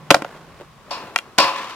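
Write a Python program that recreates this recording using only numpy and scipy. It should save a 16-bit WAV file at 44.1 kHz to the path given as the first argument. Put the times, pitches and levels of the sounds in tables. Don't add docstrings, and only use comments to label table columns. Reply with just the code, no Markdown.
import sys
import numpy as np
from scipy import signal
from scipy.fft import rfft, irfft
from scipy.io import wavfile
from scipy.ndimage import uniform_filter1d, map_coordinates

SR = 44100
rng = np.random.default_rng(int(sys.argv[2]) if len(sys.argv) > 2 else 0)


def persist_wave(psi):
    counts = np.round(np.clip(psi, -1, 1) * 32767).astype(np.int16)
    wavfile.write(sys.argv[1], SR, np.atleast_2d(counts).T)


N = 77175
T = np.arange(N) / SR

# (frequency [Hz], likeness [0-1])
STEREO_LIKENESS = [(40, 0.7), (150, 0.95), (800, 0.99), (1500, 0.93), (2800, 0.62), (4500, 0.056),
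                   (15000, 0.3)]
# (frequency [Hz], level per Hz [dB])
AIR_COLOUR = [(15, -41.5), (25, -16), (144, -2), (164, -32), (198, -1), (305, -15.5), (340, -47),
              (399, -10.5), (945, -10.5), (1110, -5), (1530, -14.5), (5140, -23.5), (15500, -37.5)]
HUM_COLOUR = [(100, -34), (145, 2), (165, 1.5), (225, -29), (600, -76.5)]
SUB_COLOUR = [(25, -6), (80, 9), (160, -28), (600, -73)]
# (time [s], level [dB])
SUB_SWELL = [(.3, -84), (.52, -52), (.65, -56.5), (.85, -75)]
# (frequency [Hz], level per Hz [dB])
YARD_COLOUR = [(100, -10), (600, 4), (1500, -6.5), (4000, -3.5), (15000, 2)]

# (time [s], level [dB])
ROLL_LEVEL = [(0, -50.5), (.10, -46), (.15, -42), (.21, -42), (.34, -41.5), (.45, -49.5), (.62, -46),
              (.70, -63.5), (1.0, -36.5), (1.15, -42.5), (1.22, -47.5), (1.75, -49)]
# (frequency [Hz], level per Hz [dB])
ROLL_COLOUR = [(50, -16), (150, -7), (380, -1.5), (550, -2.5), (780, -5.5), (1000, -5), (1350, -7.5),
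               (1900, -12), (3000, -17), (6000, -26.5), (15500, -37.5)]
# (time [s], level [dB])
JOINT_HITS = [(0.6001, -38.5), (0.6106, -35.5), (0.6172, -36)]
# (frequency [Hz], level [dB], T60 [s])
CLUNK_MODES = [(366, -1, 0.1), (558, 4.5, 0.038), (900, -3.5, 0.022), (1500, 1, 0.0057), (3000, 5, 0.0018)]

# (time [s], pitched ring [dB], shimmer [dB])
RAIL_KNOCKS = [(0.9076, -32, -25.5), (1.3842, -15.5, -11.5)]
RAIL_MODE_HZ = [318, 533, 554, 738, 854, 874, 1011, 1062, 1095, 1164, 1204, 1745, 2505, 2729, 3461, 4368,
                4790, 5290]
RAIL_MODE_DB = [-15.5, -11.5, -7, -14, -13.5, -7, 3, -8, -0.5, -16.5, -18, -11, -6, -12, -11.5, -9, -1.5,
                -9.5]
# (frequency [Hz], level per Hz [dB])
SHIMMER_COLOUR = [(100, -24), (300, -20), (430, -12.5), (580, -6), (1000, 2.5), (1500, -7), (2050, -10),
                  (2600, -1.5), (3100, -8), (5200, 0.5), (6100, -14), (10000, -24.5), (15500, -36)]
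# (frequency [Hz], T60 [s])
STEEL_DECAY = [(200, 0.71), (1000, .62), (2500, 0.54), (5000, 0.29), (12000, 0.49)]
# (time [s], level [dB])
GRIND_PRESSURE = [(1.385, -60), (1.40, -28), (1.443, -19.5), (1.46, -25), (1.505, -29.5), (1.535, -33),
                  (1.58, -28.5), (1.66, -34), (1.70, -31.5), (1.75, -36.5)]
# (frequency [Hz], level per Hz [dB])
RASP_COLOUR = [(100, -12), (350, -7), (880, -9.5), (1070, 11.5), (1300, -3.5), (2000, -4), (3500, -7),
               (5200, -13), (7000, -19), (15500, -36)]

# (time [s], contact length [s], crack [dB], contact low cut [Hz],
# contact roll-off [Hz], deck ring [dB], thump [dB])
BOARD_BLOWS = [(0.1047, 0.0084, -3, 750, 1400, 10.5, -12.5), (0.1071, 0.0025, -4.5, 1160, 1150, -3, -20),
               (0.1121, 0.009, -18, 200, 900, -20, -3), (0.119, 0.0074, -22, 252, 3000, -42, -46),
               (0.1434, 0.0044, -4.5, 490, 1200, 3, -18.5), (0.1527, 0.0023, -20, 450, 1500, -22, -22.5),
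               (0.166, 0.0029, -28, 300, 2000, -44, -22), (0.2207, 0.0027, -28, 201, 2600, -24, -20),
               (0.2459, 0.0025, -30, 570, 1070, -15, -50), (.9115, 0.0044, -47, 396, 900, -16.5, -58),
               (1.1599, .002, -11, 1350, 2530, -1.5, -41), (1.178, 0.0028, -29.5, 2510, 5000, -53, -58),
               (1.187, 0.0011, -21, 2400, 3400, -11, -41), (1.3799, 0.011, -16.5, 484, 1800, -21, -60),
               (1.3844, 0.0016, -3.5, 2980, 3860, -42, -13), (1.3867, 0.0022, -35, 463, 2680, -5, -29),
               (1.401, 0.0043, -11, 537, 1500, -30, -20)]
# (frequency [Hz], level [dB])
DECK_MODES = [(560, -5.5), (705, -4), (900, -6.5), (1060, -14), (1385, -4), (1570, -12), (1930, -10.5),
              (2380, -8), (2750, -3.5), (3250, -9.5)]
# (frequency [Hz], level [dB])
FLEX_MODES = [(215, -8), (255, -32), (300, 0.5), (552, -2.5), (1050, -5), (1570, -13.5)]
# (time [s], left lead [s], right minus left [dB])
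PAN_PATH = [(.65, 0.000014, .5), (.9, 0.000063, -1.7)]

AIR_LIKENESS = 0.71
OVERLOAD, CUTOFF_HZ = .97, 16000


def from_db(db):
    return 10 ** (np.asarray(db) / 20)


def rms_one(x):
    return x / np.sqrt(np.mean(x ** 2) + 1e-20)


def fader(points):
    return from_db(np.interp(T, *np.transpose(points)))


def at_hz(points, hz):
    f, value = np.transpose(points)
    return np.interp(np.log(hz + 1), np.log(f), value)


def butter(x, hz, kind, order):
    return signal.sosfilt(signal.butter(order, np.clip(hz, 10, .48 * SR), kind, fs=SR, output="sos"), x)


def through(x, response):
    return signal.fftconvolve(np.atleast_2d(x), response, axes=-1)[:, :N]


def noise(spectrum=None, likeness=1):
    hz = np.arange(N // 2 + 1) * SR / N
    alike = np.clip(likeness * at_hz(STEREO_LIKENESS, hz), -1, 1)
    mid, side = rfft(rng.standard_normal((2, N)))
    stereo = np.sqrt(1 + alike) * mid + np.sqrt(1 - alike) * side * [[1], [-1]]
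    colour = from_db(at_hz(spectrum, hz)) if spectrum else 1
    return rms_one(irfft(colour * stereo, N))


def decay(t60):
    return np.exp(-np.log(1000) * T / t60)


def modes(table, t60_scale=1):
    out = np.zeros((2, N))
    for k, (hz, db, t60) in enumerate(table):
        sign = (-1) ** k
        phase = sign * np.arccos(np.clip(at_hz(STEREO_LIKENESS, hz), -1, 1)) / 2
        tone = np.sin(2 * np.pi * hz * T + [[phase], [-phase]])
        out += sign * from_db(db) * decay(t60 * t60_scale) * tone
    return out


def clicks(times, db):
    out = np.zeros(N)
    out[(np.asarray(times) * SR).astype(int)] = from_db(db)
    return out


def background():
    hum = from_db(-43.5) * decay(t60=3.3) * noise(HUM_COLOUR)
    air = from_db(-50) * noise(AIR_COLOUR, AIR_LIKENESS)
    return air + hum + fader(SUB_SWELL) * noise(SUB_COLOUR)


def yard_scatter(x, predelay_s=.01):
    tail = noise(YARD_COLOUR, AIR_LIKENESS) * decay(t60=0.16) * (T > predelay_s)
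    return from_db(-16) * through(x, rms_one(tail) / np.sqrt(N))


def wheels(grain_hz=83, grain_db=2):
    bumps = rms_one(butter(rng.standard_normal(N), grain_hz, "low", order=2))
    rumble = fader(ROLL_LEVEL) * rms_one(noise(ROLL_COLOUR) * from_db(grain_db * bumps))
    clunks = through(clicks(*np.transpose(JOINT_HITS)), modes(CLUNK_MODES))
    return rumble + clunks


def steel_modes():
    return [(hz, db, at_hz(STEEL_DECAY, hz)) for hz, db in zip(RAIL_MODE_HZ, RAIL_MODE_DB)]


def rail_shimmer(attack_s=0.0027):
    crowd = rfft(noise(SHIMMER_COLOUR))
    hz = np.arange(N // 2 + 1) * SR / N
    wash = 0
    for centre, t60 in STEEL_DECAY:
        band = at_hz([(f, f == centre) for f, _ in STEEL_DECAY], hz)
        wash += irfft(crowd * band, N) * decay(t60)
    return wash * np.minimum(T / attack_s, 1)


def rail(early_age_s=0.22):
    times, ring_db, shimmer_db = np.transpose(RAIL_KNOCKS)
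    ring = through(clicks(times, ring_db), modes(steel_modes()))
    shimmer = through(clicks(times, shimmer_db), rail_shimmer())
    early_ring = modes([(hz, db - 60 * early_age_s / t60, t60) for hz, db, t60 in steel_modes()])
    return ring + shimmer + from_db(-31) * early_ring


def grind(slips_per_s=4000, spread_db=-1.7, softness_hz=1800):
    sizes = from_db(spread_db * np.minimum(rng.exponential(1, N), 4)) * rng.choice([-1, 1], N)
    slips = sizes * (rng.random(N) < slips_per_s / SR)
    force = butter(slips, softness_hz, "low", order=1)
    ring = rms_one(through(force, modes(steel_modes(), t60_scale=0.13)))
    rasp = rms_one(noise(RASP_COLOUR) * uniform_filter1d(np.abs(slips), size=300))
    return fader(GRIND_PRESSURE) * (from_db(-6) * ring + from_db(0.5) * rasp)


def board(attack_s=.0004, release_s=0.0012, crack_top_hz=6210, deck_t60_s=0.033, flex_t60_s=0.036):
    deck = modes([(hz, db, deck_t60_s * (hz / 1000) ** -0.12) for hz, db in DECK_MODES])
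    out = np.zeros((2, N))
    for start, length, crack_db, low_hz, high_hz, deck_db, _ in BOARD_BLOWS:
        grit = butter(noise(), low_hz, "high", order=2)
        grit = butter(grit, high_hz, "low", order=1)
        grit = rms_one(butter(grit, crack_top_hz, "low", order=1))
        attack = np.clip((T - start) / attack_s, 0, 1)
        release = np.exp(-np.maximum(T - start - length, 0) / release_s)
        out += from_db(crack_db) * grit * attack * release
        force = butter(clicks(start, deck_db) + 1e-18, low_hz, "high", order=2)
        force = butter(force, high_hz, "low", order=2)
        out += through(force, deck)
    times, *_, thump_db = np.transpose(BOARD_BLOWS)
    flex = modes([(hz, db, flex_t60_s) for hz, db in FLEX_MODES])
    return out + through(clicks(times, thump_db), flex)


def scene(low_cut_hz=143):
    blows = board()
    action = blows + yard_scatter(blows) + rail() + grind()
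    left, right = butter(action, low_cut_hz, "high", order=2) + wheels()
    times, leads, balances = np.transpose(PAN_PATH)
    right_delay = np.interp(T, times, leads)
    right_gain = from_db(np.interp(T, times, balances))
    right = right_gain * map_coordinates(right, [(T - right_delay) * SR], order=3)
    return np.array([left, right]) + background()


def record(dry):
    clipped = np.clip(dry, -OVERLOAD, OVERLOAD)
    return signal.sosfilt(signal.ellip(10, .1, 80, CUTOFF_HZ, fs=SR, output="sos"), clipped)


dry = scene()
out = record(dry)
persist_wave(out)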